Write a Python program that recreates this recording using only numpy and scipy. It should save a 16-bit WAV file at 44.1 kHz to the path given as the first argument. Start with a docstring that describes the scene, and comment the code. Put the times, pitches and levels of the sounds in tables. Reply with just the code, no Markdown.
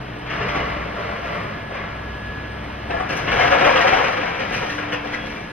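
"""Material handler in a scrapyard.

An electric handler swings its grab: the drive hums, the hydraulics whine. Scrap rustles far off,
then a nearer load on the left clanks, slides down in a long crash and settles. Random contacts
ring the modes of loose steel; the heaps scatter the sound to a closely spaced microphone pair."""
import sys
import numpy as np
from scipy import signal
from scipy.fft import rfft, irfft, next_fast_len
from scipy.io import wavfile
from scipy.ndimage import uniform_filter1d

SR = 44100
rng = np.random.default_rng(int(sys.argv[2]) if len(sys.argv) > 2 else 0)


def dump(signal):
    """Clip the signal to [-1, 1] and save it as 16-bit WAV at the path in sys.argv[1]."""
    limited = np.clip(np.atleast_2d(signal).T, -1, 1)
    pcm = np.round(limited * 32767).astype(np.int16)
    wavfile.write(sys.argv[1], SR, pcm)


N = 243431
TIME_S = np.arange(N) / SR
FFT_SIZE = next_fast_len(N + SR)
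FREQ_HZ = np.arange(FFT_SIZE // 2 + 1) * SR / FFT_SIZE


def from_db(db):
    """Decibels to gain."""
    return 10 ** (np.asarray(db) / 20)


def unit_rms(x):
    """Scale to rms 1."""
    return x / np.sqrt(np.mean(x ** 2) + 1e-20)


def in_time(rows):
    """Each column of a curve at every sample."""
    time_s, *columns = np.transpose(rows)
    return [np.interp(TIME_S, time_s, c) for c in columns]


def in_frequency(rows):
    """Each column of a spectrum at every FFT bin."""
    hz, *columns = np.transpose(rows)
    return [np.interp(np.log(FREQ_HZ + 1), np.log(hz), c) for c in columns]


def filtered(x, response):
    """Apply a frequency response."""
    return irfft(rfft(x, FFT_SIZE) * response, FFT_SIZE)[..., :N]


def coloured(x, spectrum):
    """Shape x at unit power gain for white input; cut an octave above the last row."""
    level_db, = in_frequency(spectrum)
    return filtered(x, unit_rms(from_db(level_db) * (FREQ_HZ < spectrum[-1][0] * 2)))


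def shelf(x, db, hz, kind):
    """Low or high shelf; its gain may vary in time."""
    band = signal.sosfiltfilt(signal.butter(2, hz, kind, fs=SR, output="sos"), x, padtype=None)
    return x + (from_db(db) - 1) * band


def add(out, start, sound):
    """Mix in from sample index start."""
    part = sound[..., :N - start]
    out[..., start:start + part.shape[-1]] += part


def drift(rate_hz):
    """Slow random wander, unit rms."""
    hop, warm_up = 40, 2000
    pole = np.exp(-2 * np.pi * rate_hz * hop / SR)
    noise = rng.standard_normal(N // hop + warm_up + 2)
    slow = signal.lfilter([1], [1, -2 * pole, pole * pole], noise)[warm_up:]
    return np.interp(np.arange(N) / hop, np.arange(len(slow)), unit_rms(slow))


def arch(start_s, length_s):
    """Rounded swell with a broad top."""
    progress = np.clip((TIME_S - start_s) / length_s, 0, 1)
    return np.sin(np.pi * progress).clip(0) ** 0.41


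def tone(hz, db, waver_hz, flutter_db):
    """Sine wavering in pitch and level."""
    phase = 2 * np.pi * np.cumsum(hz + waver_hz * drift(9.9)) / SR
    return np.sqrt(2) * from_db(db + flutter_db * drift(19)) * np.sin(phase)


def microphones(pair, direction):
    """Shared and scattered signals to left and right."""
    coherence, lead_rad, balance_db = in_frequency(direction)
    # long waves reach both microphones alike and in phase
    coherence = np.clip(coherence, .99 / (1 + (FREQ_HZ / 480) ** 4), 1)
    lead_rad = lead_rad * np.minimum(FREQ_HZ / 440, 1) ** 4
    sides = np.array([[1], [-1]])
    ports = from_db(sides * balance_db / 2) * np.exp(sides * .5j * lead_rad) / np.sqrt(2)
    shared = filtered(pair[0], ports * np.sqrt(1 + coherence))
    scattered = filtered(pair[1], ports * sides * np.sqrt(1 - coherence))
    return shared + scattered


# pair response to the whole yard: (frequency [Hz], coherence [0-1], left lead [rad], left - right [dB])
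FROM_YARD = [(275, 0.21, 4.5, 1), (446, 0.98, -0.46, -4.5), (510, 0.085, 0.3, 2.5), (800, 1, 2, 1),
             (950, 0.44, 1, 0.5), (1380, 0.45, 0, 1.5), (2030, 0.81, -1, 1.5), (2980, 1, 0, 0.5),
             (4050, 0.36, 1, -1), (4920, 0.77, 4.5, 1), (5660, 0.73, 3.5, 1.5), (8540, 0.9, 4, 0),
             (10300, 1, 0.5, 0), (13800, 0.48, -1.5, 0)]
# deep rumble, rumble body and din: (frequency [Hz], relative density [dB])
DEEP_SPECTRUM = [(15, -15), (28, -11), (48, 14), (68, 4), (95, 0)]
BODY_SPECTRUM = [(60, -44), (85, -1.5), (125, -0.5), (170, 3), (220, -2.5), (280, -5), (400, -11)]
DIN_SPECTRUM = [(150, -2), (350, 0.5), (700, 2), (1100, -0.5), (1800, -2.5), (3000, -8), (3700, -16),
                (5000, -21), (5900, -23), (7200, -39), (8800, -36), (11000, -39), (15000, -44)]
# rumble swells: (start [s], length [s], deep level [dB], body level [dB])
RUMBLE_SWELLS = [(0.237, 0.83, -60, -35), (1.275, 0.33, -56, -36), (2.948, 0.59, -38, -35),
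                 (3.56, 0.34, -60, -35), (4.399, 0.25, -46, -33), (5.142, 0.21, -41, -56)]


def rumble(deep_db=-61, body_db=-38, din_db=-33):
    """Machinery rumble, swelling now and then under the steady din of the yard."""
    deep_power, body_power = from_db(deep_db) ** 2, from_db(body_db) ** 2
    for start_s, length_s, deep_swell_db, body_swell_db in RUMBLE_SWELLS:
        swell = arch(start_s, length_s)
        deep_power += (from_db(deep_swell_db) * swell) ** 2
        body_power += (from_db(body_swell_db) * swell) ** 2
    deep = np.sqrt(deep_power) * coloured(rng.standard_normal((2, N)), DEEP_SPECTRUM)
    body = np.sqrt(body_power) * coloured(rng.standard_normal((2, N)), BODY_SPECTRUM)
    din = from_db(din_db + .7 * drift(1.5)) * coloured(rng.standard_normal((2, N)), DIN_SPECTRUM)
    return microphones(deep + body + din, FROM_YARD)


# high whistle: (time [s], level [dB])
WHISTLE_LEVEL = [(0, -77), (.3, -73), (.5, -78), (1.0, -72), (1.7, -74), (1.85, -83), (2.45, -75),
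                 (2.56, -69), (2.75, -77), (2.95, -68), (3.3, -81), (5.52, -70)]


def whistle(centre_hz=8714, half_width_hz=70):
    """Faint, airy band of noise that comes and goes."""
    level_db, = in_time(WHISTLE_LEVEL)
    band = unit_rms(1 / (1 + ((FREQ_HZ - centre_hz) / half_width_hz) ** 2))
    return from_db(level_db + 3.9 * drift(9)) * filtered(rng.standard_normal(N), band)


# drive speed: (time [s], hum frequency [Hz])
DRIVE_SPEED = [(0, 56.64), (.4, 59.2), (1, 61.95), (2, 63.5), (2.7, 64.4), (3.4, 66.7), (4.2, 65.4),
               (5.5, 65.5)]
# drive load: (time [s], hum level [dB])
DRIVE_LOAD = [(0, -42), (.25, -43), (.4, -37.5), (.86, -35.5), (1.1, -40.5), (1.8, -43.5), (2.08, -34),
              (2.3, -38), (2.95, -36.5), (3.08, -43), (3.55, -36.5), (3.7, -51), (4.6, -48), (5.52, -50)]
# upper drive tones: (time [s], drone level [dB], gear level [dB])
DRIVE_TONES = [(0, -58, -62), (.9, -51, -50), (1.05, -38.5, -44.5), (1.3, -45, -46), (1.5, -40, -40.5),
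               (1.7, -41.5, -44), (2.1, -40.5, -49.5), (2.9, -41, -44.5), (4.0, -47.5, -50),
               (4.85, -43.5, -53), (5.15, -52, -43), (5.52, -50, -45.5)]
# second motor sags, picks up, drops out, runs again: (time [s], frequency [Hz], level [dB])
SECOND_MOTOR = [(0, 130, -36), (.09, 117.2, -37.5), (.22, 115, -44), (.31, 129.6, -39), (.5, 131, -36.5),
                (.68, 130, -46), (.95, 126.3, -51), (3.15, 132.7, -48), (3.28, 131, -39), (3.45, 123, -38),
                (3.7, 126, -50)]


def handler(gear_ratio=3.42, drone_hz=104):
    """Electric drive hum, a gear tone tied to its speed, a drone and a second motor."""
    speed_hz, = in_time(DRIVE_SPEED)
    hum_db, = in_time(DRIVE_LOAD)
    drone_db, gear_db = in_time(DRIVE_TONES)
    motor_hz, motor_db = in_time(SECOND_MOTOR)
    hum = tone(speed_hz, hum_db, waver_hz=1.7, flutter_db=2) * (1 + 0.23 * drift(35))
    gear = tone(gear_ratio * speed_hz, gear_db, waver_hz=2.24, flutter_db=2.5)
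    drone = tone(drone_hz, drone_db, waver_hz=3.58, flutter_db=1.5)
    motor = tone(motor_hz, motor_db, waver_hz=1.2, flutter_db=1.2)
    return hum + gear + drone + motor


# valve and pump tones: (time [s], level [dB])
VALVE_LEVEL = [(0, -50), (1.35, -49), (1.55, -41), (1.92, -44), (2.08, -40), (2.3, -36), (2.52, -40),
               (2.68, -54), (2.85, -44.5), (3.3, -36), (3.9, -46), (4.8, -52), (5.25, -43.5), (5.39, -49),
               (5.46, -42), (5.52, -43)]
PUMP_LEVEL = [(0, -43), (0.8, -43.5), (1.1, -49.5), (1.7, -51), (1.95, -47), (2.5, -47.5), (2.8, -44),
              (3.15, -37), (3.35, -45.5), (3.54, -34.5), (3.68, -35), (4.0, -48), (4.45, -47), (4.66, -42),
              (4.74, -35.5), (4.98, -36), (5.32, -40.5), (5.42, -58), (5.52, -58)]


def hydraulics(valve_hz=1690, pump_hz=294.9):
    """Valve and pump sing as oil flows to move the boom."""
    valve_db, = in_time(VALVE_LEVEL)
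    pump_db, = in_time(PUMP_LEVEL)
    valve = tone(valve_hz, valve_db, waver_hz=3, flutter_db=0.8)
    pump = tone(pump_hz, pump_db, waver_hz=1.5, flutter_db=1.2)
    return valve + pump


def yard(echo_db, t60_s=1):
    """Two impulse responses: direct sound with echoes off the heaps, and scatter alone."""
    t = TIME_S[:SR // 2]
    paths = rng.standard_normal((2, len(t))) * (rng.random((2, len(t))) < .05)
    paths *= from_db(-60 * t / t60_s) + 3 * np.exp(-t / 0.0084)  # tail + early echoes
    paths /= np.sqrt(np.sum(paths ** 2, axis=1, keepdims=True))
    direct, echo_gain = t == 0, from_db(echo_db)
    paths[0] = (direct + echo_gain * paths[0]) / np.sqrt(1 + echo_gain ** 2)
    return paths


def across_yard(contacts, response, echo_db):
    """Contacts on one piece, carried across the yard."""
    return signal.fftconvolve(contacts[None], signal.fftconvolve(response[None], yard(echo_db)))


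def struck_modes(hz, db, t60_s):
    """Sum of decaying sines of random sign, unit energy."""
    t = TIME_S[:SR // 3, None]
    signs = rng.choice([-1, 1], len(hz))
    blow = np.sum(signs * from_db(db - 60 * t / t60_s) * np.sin(2 * np.pi * hz * t), axis=1)
    return blow / np.sqrt(np.sum(blow ** 2))


# heavy steel in the heap: (frequency [Hz], relative level [dB], T60 [s])
STEEL_MODES = [(387, -0.5, 0.2), (590, 2, 0.4), (683.5, 7, 0.21), (995, -2, 0.36), (1118, 6.5, 0.27),
               (1233, 4, 0.27), (1366, 6, 0.22), (1668, 5.5, 0.2), (1820, -1, 0.33), (2020, 6.5, 0.21),
               (2176, 2.5, 0.63), (2336, 5, 0.45), (2630, -8, 0.073), (2860, 6, 0.16), (3276, -0.5, 0.67)]


def piece(steel_db, own_db, own_t60_s, modes=56):
    """Impulse response of a piece: a crack, its own modes and the heavy steel under it."""
    hz = np.geomspace(800, 12000, modes) * from_db(rng.uniform(-.4, .4, modes))
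    mode_db = 10 * np.log10(np.minimum(hz, 3000) / 1000) + rng.normal(0, 1.9, modes)
    t60_s = own_t60_s / (1 + (hz / 3500) ** 2)
    heap_hz, heap_db, heap_t60_s = np.transpose(STEEL_MODES)
    detune = 1 + rng.normal(0, .011, len(heap_hz))  # from the weight lying on the steel
    heap_db = heap_db + rng.normal(0, 2.1, len(heap_hz))
    response = from_db(own_db) * struck_modes(hz, mode_db, t60_s)
    response += from_db(steel_db) * struck_modes(heap_hz * detune, heap_db, heap_t60_s)
    response[0] = 1  # crack
    return response / np.sqrt(np.sum(response ** 2))


def tumbling(per_s, spread_db):
    """Random contacts of uneven force, levelled to a mean power of 1."""
    force = from_db(spread_db * np.minimum(rng.exponential(1, N), 4)) * rng.choice([-1, 1], N)
    contacts = force * (rng.random(N) < per_s / SR)
    local_power = np.abs(uniform_filter1d(contacts ** 2, size=2600))
    return contacts / np.sqrt(local_power + 1e-6)


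def motion(slides):
    """Slides gather way, run and settle; returns force and power-weighted heavy and grit gains."""
    start_s, length_s, db, heavy_db, grit_db = np.transpose(slides)[:, :, None]
    rise_s, settle_s = 0.19 * length_s, 0.15 + 0.16 * length_s
    rise = np.clip((TIME_S - start_s) / rise_s, 0, 1)
    settle = np.exp(-np.maximum(TIME_S - start_s - length_s, 0) / settle_s)
    power = (from_db(db) * rise * settle) ** 2
    total = power.sum(axis=0)
    share = power / (total + 1e-20)
    return np.sqrt(total), np.sum(share * heavy_db, axis=0), np.sum(share * grit_db, axis=0)


def scrap(contacts, heavy_db, grit_db, spectrum, steel_db, own_db, own_t60_s, echo_db, pieces=16):
    """Contacts dealt to loose pieces; heavy parts set the lows, grit the highs."""
    owner = rng.integers(0, pieces, N)
    sound = np.zeros((2, N))
    for k in range(pieces):
        response = piece(steel_db, own_db, own_t60_s)
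        add(sound, 0, across_yard(contacts * (owner == k), response, echo_db))
    sound = shelf(coloured(sound, spectrum), heavy_db, 1600, "low")
    return shelf(sound, grit_db, 6500, "high")


# far drags: (start [s], length [s], level [dB], heavy parts [dB], grit [dB])
FAR_DRAGS = [(.26, 0.42, -27.5, -1, 5.5), (.93, 0.18, -31, 0.5, 7.5), (1.22, 0.13, -29.5, 0, 8),
             (1.69, 0.11, -32, -0.5, 0)]
# far scrap: (frequency [Hz], relative gain [dB])
FAR_SPECTRUM = [(120, -12), (220, -14), (430, 7), (740, 6.5), (870, 0), (1150, 4.5), (1500, 0.5),
                (2000, 0.5), (3000, -7.5), (3700, -15.5), (5000, -19), (5900, -24.5), (7200, -41),
                (15000, -49)]


def far_scrap():
    """Light scrap dragged about behind the heaps."""
    force, heavy_db, grit_db = motion(FAR_DRAGS)
    contacts = tumbling(per_s=810, spread_db=0) * force
    rustle = scrap(contacts, heavy_db, grit_db, FAR_SPECTRUM,
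                   steel_db=-10.5, own_db=-7, own_t60_s=0.3, echo_db=1.5)
    return microphones(rustle, FROM_YARD)


def resonance(drive, hz, width_hz):
    """Broad resonance: shift to 0 Hz, low-pass, shift back; unit rms."""
    carrier = np.exp(2j * np.pi * hz * TIME_S)
    pole = np.exp(-np.pi * width_hz / SR)
    baseband = signal.lfilter([1], [1, -2 * pole, pole * pole], drive / carrier + 1e-18)
    return unit_rms((carrier * baseband).real)


# dropping lumps: (start [s], level [dB], frequency [Hz])
LUMP_DROPS = [(0.4, -32, 427), (0.415, -31.5, 159), (.555, -30.5, 294), (.565, -27.5, 450), (3.6, -30, 372),
              (4.159, -36.5, 302)]


def thuds(length_s=0.076):
    """Heavy lumps hit the heap with a short, dull boom."""
    contacts = tumbling(per_s=900, spread_db=1)
    return sum(from_db(db) * arch(start_s, length_s) * resonance(contacts, hz, width_hz=120)
               for start_s, db, hz in LUMP_DROPS)


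# edges slipping as the load settles: (start [s], length [s], frequency [Hz], level [dB])
EDGE_SLIPS = [(4.45, 0.12, 2000, -37), (4.94, 0.1, 2670, -42), (5.14, 0.14, 3310, -43),
              (5.36, 0.065, 2343, -38.5)]


def squeals():
    """An edge slipping over steel holds one mode singing."""
    return sum(arch(start_s, length_s) * tone(hz, db, waver_hz=4, flutter_db=1.2)
               for start_s, length_s, hz, db in EDGE_SLIPS)


# near load slips, crashes, settles: (start [s], length [s], level [dB], heavy parts [dB], grit [dB])
NEAR_SLIDES = [(2.89, 0.092, -34, 7.5, 5), (3.08, 0.093, -29, 0, 11), (3.23, 0.73, -22.5, 2.5, 7),
               (4.2, 0.057, -29.5, -0.5, 1), (4.48, 0.097, -27.5, -6, 9), (4.77, 0.053, -31, 0, -12),
               (5.04, 0.014, -31.5, -4, 5), (5.23, 0.057, -34.5, -30, 11)]
# near scrap: (frequency [Hz], relative gain [dB])
NEAR_SPECTRUM = [(180, -10), (300, -6.5), (430, -3), (530, 4), (645, -1), (760, 0), (890, -1), (1700, -0.5),
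                 (2800, -4), (3700, -14.5), (4900, -19.5), (5900, -18.5), (7200, -39.5), (10500, -41.5),
                 (15000, -56)]


def slide():
    """The harder the near load slides, the more pieces collide."""
    force, heavy_db, grit_db = motion(NEAR_SLIDES)
    contacts = tumbling(per_s=380 * (force / from_db(-30)) ** .5, spread_db=3.5) * force
    return scrap(contacts, heavy_db, grit_db, NEAR_SPECTRUM,
                 steel_db=-12, own_db=-8, own_t60_s=0.17, echo_db=5)


def strike(rise_s, decay_s):
    """Envelope of a blow: linear rise, exponential decay."""
    t = TIME_S[:SR // 4]
    return np.minimum(t / rise_s, 1) * np.exp(-np.maximum(t - rise_s, 0) / decay_s)


def ring(hz, db, rise_s, decay_s):
    """One mode set ringing by a blow."""
    phase = 2 * np.pi * (hz * TIME_S[:SR // 4] + rng.random())
    return np.sqrt(2) * from_db(db) * strike(rise_s, decay_s) * np.sin(phase)


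# hollow piece under steady battering: (frequency [Hz], width [Hz], level re slide force [dB])
HOLLOW_BANDS = [(517.7, 115, -5), (735, 74, -6.5), (1660, 36, -10.5)]
# knocks on it: (start [s], low mode [Hz], its level [dB], high mode [Hz], its level [dB])
HOLLOW_KNOCKS = [(2.893, 490, -27.5, 689, -25.5), (2.935, 490, -37, 679, -21.5),
                 (2.994, 490, -40, 750, -23), (3.32, 485, -22.5, 665, -36), (3.385, 499, -20, 735, -17.5),
                 (3.432, 490, -23.5, 700, -16.5), (3.512, 554, -13, 729, -16), (3.618, 550, -16, 750, -18),
                 (3.662, 595, -13.5, 753, -21), (3.712, 518, -16.5, 750, -27), (3.785, 530, -20, 690, -25),
                 (3.838, 534, -15, 750, -19.5), (3.92, 521, -28, 761, -15), (3.985, 504, -27, 750, -20),
                 (4.075, 508, -23.5, 750, -24), (4.175, 529, -25, 750, -38), (4.24, 543, -33, 770, -31.5),
                 (4.395, 532, -25.5, 736, -28), (4.925, 502, -24.5, 750, -36)]


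def hollow_piece(rise_s=0.013, decay_s=0.029):
    """A hollow piece in the load booms at each knock; its two modes shift as it bends."""
    force, _, _ = motion(NEAR_SLIDES)
    contacts = tumbling(per_s=440, spread_db=-0.5)
    shared = np.zeros(N)
    for hz, width_hz, db in HOLLOW_BANDS:
        shared += force * from_db(db) * resonance(contacts, hz, width_hz)
    for start_s, low_hz, low_db, high_hz, high_db in HOLLOW_KNOCKS:
        boom = ring(low_hz, low_db, rise_s, decay_s) + ring(high_hz, high_db, rise_s, decay_s)
        add(shared, int(start_s * SR), boom)
    return np.stack([shared, np.zeros(N)])  # no scattered part


# single pieces landing: (start [s], level [dB], heavy parts [dB], grit [dB], rise [s],
# rattle decay [s], ring frequency [Hz], ring level [dB])
LANDINGS = [(0.259, -27.5, -8, -14, .006, .03, 2700, -45), (0.295, -27.5, -20, 1, 0.011, 0.076, 1700, -33),
            (0.403, -28, -15, -7, 0.01, 0.053, 1750, -27.5), (.478, -27, -12, 6, 0.011, .028, 2430, -36),
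            (0.543, -23, 8, 0, 0.017, .026, 1130, -23), (0.598, -36, 1, 0, .008, .02, 2940, -34),
            (1.742, -32, -1, 5, 0.0088, .03, 1690, -35), (2.897, -26, 10, -3, .012, .018, 1700, -35),
            (2.96, -38, 0, -5, .01, .015, 1704, -30), (2.997, -29, 2, -10, .008, .018, 1155, -28),
            (3.088, -23, 3, 10, 0.01, 0.025, 1700, -38), (3.134, -41, -10, 5, 0.0071, .015, 1700, -29),
            (3.164, -32.5, -3, 25.5, 0.0061, 0.017, 1120, -39), (3.263, -22, 3, -8, 0.021, .04, 2860, -35),
            (3.31, -23.5, -8, 10, 0.011, 0.031, 1690, -27), (3.387, -17, -1, 2, 0.013, 0.027, 1660, -19),
            (3.408, -24, -3, 6, 0.0067, .018, 2130, -19), (3.442, -19, -4, 4, 0.007, 0.012, 1660, -22),
            (3.51, -15, -6, 2, 0.015, 0.016, 1237, -24), (3.541, -26, 11, 0, .006, .009, 906, -21),
            (3.603, -16.5, -13, -3, .008, 0.028, 1380, -20.5), (3.64, -14.5, 2, 4, 0.0099, 0.03, 1646, -29),
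            (3.685, -20, 8, 0, 0.0066, 0.029, 1060, -19.5), (3.757, -12, -9, -1, 0.0054, 0.021, 1233, -24),
            (3.802, -21, -4, 10, .008, 0.03, 1864, -21), (3.866, -16, 3, 1, 0.0087, 0.038, 2008, -21),
            (3.922, -22.5, 9, 5, 0.0065, 0.023, 2185, -25), (3.966, -23.5, 9, -6, 0.0076, 0.023, 1660, -29),
            (4.04, -20, 2, 5, 0.0084, .021, 1970, -24), (4.18, -30, 5, -5, .007, .02, 1240, -35),
            (4.225, -24.5, -6, -7, 0.0062, .016, 2200, -35), (4.39, -25, 3, 5, 0.007, 0.09, 1660, -31),
            (4.52, -25.5, -23, 13.5, 0.017, 0.05, 2336, -33), (4.575, -38, -7, 4, 0.0086, .02, 2450, -33),
            (4.618, -29, 11, -6, .01, 0.023, 1307, -29.5), (4.689, -26, -24, 11.5, .008, 0.064, 1836, -30),
            (4.777, -27.5, 2, -8, 0.0098, 0.016, 1627, -28), (4.914, -20.5, 0, 7.5, 0.02, 0.019, 1816, -31),
            (5.116, -22.5, -17, 5, 0.027, 0.017, 1955, -30.5)]


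def clanks():
    """A piece lands with a short rattle of contacts, and one mode rings out."""
    rattle = tumbling(per_s=3200, spread_db=1.2)
    crashes, rings = np.zeros((2, 2, N))
    pad = SR // 100  # room for the shelves to spread the onset
    for start_s, db, heavy_db, grit_db, rise_s, rattle_s, ring_hz, ring_db in LANDINGS:
        start = int(start_s * SR)
        burst = rattle[start:start + SR // 4] * strike(rise_s, rattle_s)
        burst = shelf(np.pad(burst, (pad, 0)), heavy_db, 850, "low")
        burst = shelf(burst, grit_db, 6500, "high")
        response = piece(steel_db=-25, own_db=-8.5, own_t60_s=0.22)
        add(crashes, start - pad, from_db(db) * across_yard(burst, response, echo_db=-7))
        add(rings[0], start, ring(ring_hz, ring_db, rise_s, decay_s=0.026))
    return coloured(crashes, NEAR_SPECTRUM) + rings


# pair response to the left: (frequency [Hz], coherence [0-1], left lead [rad], left - right [dB])
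FROM_LEFT = [(202, 0.9, 7, 0), (405, 0.4, 0, -1), (490, 1, 1.5, 0), (624, 0.07, 2, 4.5),
             (750, 0.9, 1.93, 6.5), (810, 0.6, 2.5, 5.5), (990, 0.35, .5, 2), (1500, 0.44, 0.62, 3.5),
             (1990, 0.75, -0.2, 4), (3050, 0.87, -0.12, 1.5), (3360, 1, 0.7, -0.5), (3670, 0, 4, -3),
             (4340, 0.84, 2, 0), (5250, 0, 4.5, 1), (5130, 1, 3.5, 3.5), (5960, 0.83, 3.5, 3),
             (8330, 1, 4, 0), (8800, 0, 7, 2), (10800, 1, -2.5, 2), (12200, .3, 1.5, 8.5)]


def scene():
    """Machine ahead, scrap far off and near on the left."""
    near = microphones(slide() + clanks() + hollow_piece(), FROM_LEFT)
    return handler() + hydraulics() + whistle() + rumble() + far_scrap() + thuds() + squeals() + near


def record(dry):
    """Soft limiter, short end fades, steep low-pass."""
    ceiling, fade_s, cutoff_hz = .93, .003, 14800
    limited = dry / (1 + (dry / ceiling) ** 6) ** (1 / 6)
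    fades = np.clip(np.minimum(TIME_S, TIME_S[::-1]) / fade_s, 0, 1)
    low_pass = signal.ellip(10, .2, 80, cutoff_hz, fs=SR, output="sos")
    return signal.sosfilt(low_pass, limited * fades)


dry = scene()
out = record(dry)
dump(out)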